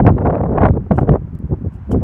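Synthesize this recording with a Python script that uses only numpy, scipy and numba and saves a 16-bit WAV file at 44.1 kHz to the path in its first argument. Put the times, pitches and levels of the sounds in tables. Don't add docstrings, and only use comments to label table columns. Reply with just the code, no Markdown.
import sys
import numpy as np
from scipy import signal
from scipy.fft import rfft, irfft
from scipy.io import wavfile
from scipy.ndimage import uniform_filter1d
from numba import njit

SR = 44100
rng = np.random.default_rng(int(sys.argv[2]) if len(sys.argv) > 2 else 0)


def natural_amplitude(level_db):
    exponent = np.asarray(level_db, float) / 20
    return 10 ** exponent


def transcribe(u):
    v = np.clip(np.atleast_2d(u).T, -1, 1)
    q = np.round(v * 32767).astype(np.int16)
    wavfile.write(sys.argv[1], SR, q)


N = 89522
T = np.arange(N) / SR


def level(x, db):
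    return x * natural_amplitude(db) / np.sqrt(np.mean(x ** 2))


def coloured(points):
    hz, db = np.array(points, float).T
    bin_hz = np.maximum(np.arange(N // 2 + 1) * SR / N, 1)
    curve_db = np.interp(np.log(bin_hz), np.log(hz), db)
    return level(irfft(rfft(rng.standard_normal(N)) * natural_amplitude(curve_db), N), 0)


def walk(rate_hz):
    knots = rng.standard_normal(1000)
    drift = np.interp(T * rate_hz, np.arange(len(knots)), knots)
    return 1.118 * uniform_filter1d(drift, int(SR / rate_hz / 2) + 1)


def highpass(x, order, hz):
    return signal.sosfilt(signal.butter(order, hz, "high", fs=SR, output="sos"), x)


@njit
def soften(x, hz, order):
    y, state = np.empty(len(x)), np.zeros(order)
    for i in range(len(x)):
        a, v = 1 - np.exp(-2 * np.pi * hz[i] / SR), x[i]
        for k in range(order):
            state[k] += a * (v - state[k])
            v = state[k]
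        y[i] = v
    return y


@njit
def ring(x, hz, width):
    y, band, low = np.empty(len(x)), 0., 0.
    for i in range(len(x)):
        g = np.tan(np.pi * hz[i] / SR)
        v = (band + g * (x[i] - low)) / (1 + g * (g + width))
        band, low, y[i] = 2 * v - band, low + 2 * g * v, width * v
    return y


@njit
def follow(x, up, down, start):
    y, e = np.empty(len(x)), start
    for i in range(len(x)):
        e += (x[i] - e) * (up if x[i] > e else down)
        y[i] = e
    return y


# time in seconds, level in dB before WIND_DB,
# air speed in m/s before flutter and whips.
GUSTS = [(0, -17.5, 13.3), (.02, -11, 3), (.048, -14, 7.9), (.064, -6, 5.96), (.10, -11, 9.9),
         (.125, -7.5, 3.7), (.165, -14.5, 5.8), (.19, -16.5, 9.36), (.25, -13.5, 7.45), (.275, -11.5, 8.4),
         (.31, -14.5, 7.96), (.36, -18.5, 10.7), (.40, -15, 8), (.47, -19, 8.04), (.51, -13, 7.37),
         (.57, -14.5, 8.8), (.585, -15, 11.13), (0.633, -11, 10.3), (.655, -13, 11.1), (.688, -20.5, 11.9),
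         (.70, -9, 6.6), (.725, -15, 2.7), (.77, -21.5, 9), (.80, -19.5, 3), (.85, -23.5, 2.86),
         (.89, -33, 3.7), (.903, -24, 3.4), (.91, -6.5, 6.9), (.93, -11.5, 7), (.97, -21, 3.4),
         (.985, -7, 11), (1.0, -29, 8.9), (1.015, -15, 9.1), (1.035, -9.5, 4.97), (1.065, -26, 6.7),
         (1.09, -7, 8.05), (1.11, -6, 5.5), (1.14, -13.5, 8.5), (1.168, -23.5, 8), (1.19, -23, 2.6),
         (1.225, -21.5, 2.2), (1.26, -26.5, 3.4), (1.31, -23, 1.75), (1.34, -22, 2.66), (1.39, -33.5, 4),
         (1.445, -17.5, 2.47), (1.48, -31.5, 3.6), (1.535, -12, 6.54), (1.56, -30, 5.6), (1.6, -28, 2),
         (1.655, -16.5, 4.26), (1.7, -28.5, 1.74), (1.78, -26, 2.27), (1.86, -23, 0.83), (1.90, -23, 3.75),
         (1.935, -13, 5.93), (1.97, -16, 4.1), (2.0, -23.5, 3.4), (2.03, -21.5, 6.9)]
# new values per second in Hz, speed swing in octaves,
# level swing in dB.
TURBULENCE = [(24.26, 0.092, 1.79), (89.735, 0.19, -0.5), (299.4, 0.23, 2.5)]
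WIND_DB = 7.5
KNEE_HZ, KNEE_M_S = 1487, 10.21


def gusts():
    s, db, speed = np.array(GUSTS, float).T
    octaves = np.log2(np.maximum(np.interp(T, s, speed), .5) / KNEE_M_S)
    gust_db = np.interp(T, s, db) + WIND_DB
    flutter_db = 0
    for rate, swing, swing_db in TURBULENCE:
        sway = walk(rate)
        octaves = octaves + swing * sway
        flutter_db = flutter_db + swing_db * (0.2 * sway + 1.17 * walk(rate))
    return octaves, gust_db, flutter_db


# start in seconds, strength in dB, length in seconds
WHIP_TIMES = [(.052, -24, 0.0015), (.0635, -2.5, 0.0034), (0.066, -5, 0.011), (.090, -21.5, 0.0053),
              (0.182, -16, 0.0057), (.212, -10, 0.0013), (.269, -9, .003), (.305, -19.5, 0.0028),
              (.327, -15, 0.0024), (.354, -7, 0.0017), (.412, -25, 0.0018), (.434, -23, .005),
              (.492, -22.5, 0.0064), (.551, -25, 0.0011), (.582, -18, 0.0087), (.619, -22, 0.0046),
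              (.640, -23.5, 0.0034), (.655, -22, 0.0012), (0.687, -2, 0.0017), (.735, -21.5, 0.0098),
              (.760, -22.5, 0.002), (.823, -22, .006), (.863, -14.5, 0.013), (.908, -14, 0.0055),
              (.918, -11.5, 0.0033), (.988, -23, 0.002), (1.030, -24.5, 0.0014), (1.075, -12, 0.0035),
              (1.092, 0.5, 0.0034), (1.123, -7.5, 0.0026), (1.135, -17.5, 0.0048), (1.164, -31.5, 0.0026),
              (1.22, -12, 0.0085), (1.332, -23.5, 0.0063), (1.524, -38.5, 0.0066), (1.645, -27, 0.0093),
              (1.914, -2, 0.0027), (1.934, -30.5, 0.0015)]
WHIP_REF_DB, WHIP_DB_PER_OCT = -35.5, 20
WHIP_RISE_S = 0.00078
SNAP_DB = 2


def whips():
    leap, snaps = np.zeros(N), np.zeros(N)
    for (at, whip_db, length), sign in zip(WHIP_TIMES, np.sign(rng.standard_normal(100))):
        u = np.maximum(T - at, 0)
        peak = max(whip_db - WHIP_REF_DB, 0) / WHIP_DB_PER_OCT
        leap += peak * (1 - np.exp(-u / WHIP_RISE_S)) * np.exp(-(u / length) ** 2)
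        snaps += sign * natural_amplitude(whip_db + SNAP_DB) * (T > at + WHIP_RISE_S) * np.exp(-u / WHIP_RISE_S)
    return leap, snaps


# frequency in Hz, relative density in dB per Hz.
EDDY_SPECTRUM = [(20, 0.5), (60, 3.5), (150, 2), (400, -6.5), (1200, -13), (5000, -19)]
WHIP_GAIN_DB_PER_OCT = 2.5
RUMBLE_FLUTTER = 0.74
SHED_DB, SHED_DB_PER_OCT = -2.5, 9.5
SHED_RATIO, SHED_WIDTH = 0.43, 0.74
SHED_SMOOTH_S = 0.013


def wind():
    octaves, gust_db, flutter_db = gusts()
    leap, snaps = whips()
    octaves = octaves + leap
    gust_db = gust_db + WHIP_GAIN_DB_PER_OCT * leap
    corner_hz = np.clip(KNEE_HZ * 2 ** octaves, 80, 12000)
    rumble = soften(coloured(EDDY_SPECTRUM), corner_hz, order=6)
    rumble = natural_amplitude(gust_db + RUMBLE_FLUTTER * flutter_db) * rumble
    slow = uniform_filter1d(octaves, int(SHED_SMOOTH_S * SR) + 1)
    rim = soften(rng.standard_normal(N) / np.sqrt(corner_hz / SR), corner_hz, order=6)
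    rim = ring(rim, SHED_RATIO * KNEE_HZ * 2 ** np.minimum(slow, 2), SHED_WIDTH)
    rim = natural_amplitude(gust_db + flutter_db + SHED_DB + SHED_DB_PER_OCT * slow) * rim
    return rumble + rim + soften(snaps, corner_hz, order=6)


# start in seconds, relative level in dB.
GRIT = [(.685, -48), (.9815, -45), (.990, -50.5), (1.352, -50.5), (1.3895, -47.5)]


def ticks():
    env = sum(natural_amplitude(db) * np.exp(-np.maximum(T - at, 0) / .0003) * (T >= at) for at, db in GRIT)
    return highpass(2.5 * env * rng.standard_normal(N), 2, 1500)


# start in seconds, length in seconds, peak level in dB before flicker.
SCRAPES = [(0.904, 0.15, -57.5), (1.708, 0.077, -65.5), (1.90, .048, -50)]
# frequency in Hz, relative density in dB per Hz.
SCRAPE_SPECTRUM = [(1800, -28.5), (2800, 6.5), (3800, -15), (5300, -7), (6500, -8), (8200, -5.5),
                   (11500, -12), (13500, -15.5), (15500, -23.5)]


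def scuffs():
    rub = sum(natural_amplitude(db) * np.sin(np.pi * np.clip((T - at) / length, 0, 1)) ** 2
              for at, length, db in SCRAPES)
    return rub * natural_amplitude(2.5 * walk(220)) * coloured(SCRAPE_SPECTRUM)


# frequency in Hz, relative density in dB per Hz.
ROAD_SPECTRUM = [(150, -28), (300, 0), (600, -0.5), (950, 1.5), (1500, -5), (2200, -13.5), (3000, -22),
                 (4200, -32.5), (6000, -33), (10000, -45), (15500, -58.5)]


def traffic():
    return natural_amplitude(-48 + 3.5 * walk(2)) * coloured(ROAD_SPECTRUM)


def scene():
    return (wind() + ticks() + scuffs() + traffic())[None]


def top_cut(x):
    return signal.sosfilt(signal.butter(12, 15800, fs=SR, output="sos"), x)


MIC_LOW_HZ = 55
AGC_DB, AGC_RATIO = -25, 1.518
AGC_ATTACK_S, AGC_RELEASE_S = 0.006, 0.92
MAKEUP_DB = 6
CEILING = .93
HISS_DB = -82


def record(dry):
    x = highpass(dry[0], 3, MIC_LOW_HZ)
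    envelope = follow(np.abs(x), 1 / (AGC_ATTACK_S * SR), 1 / (AGC_RELEASE_S * SR), 0.88)
    x = x * (natural_amplitude(AGC_DB) / envelope) ** (1 - 1 / AGC_RATIO) * natural_amplitude(MAKEUP_DB)
    x = x / (1 + np.abs(x / CEILING) ** 4) ** (1 / 4)
    x = x + natural_amplitude(HISS_DB) * rng.standard_normal(N)
    return top_cut(x[None])


dry = scene()
out = record(dry)
transcribe(out)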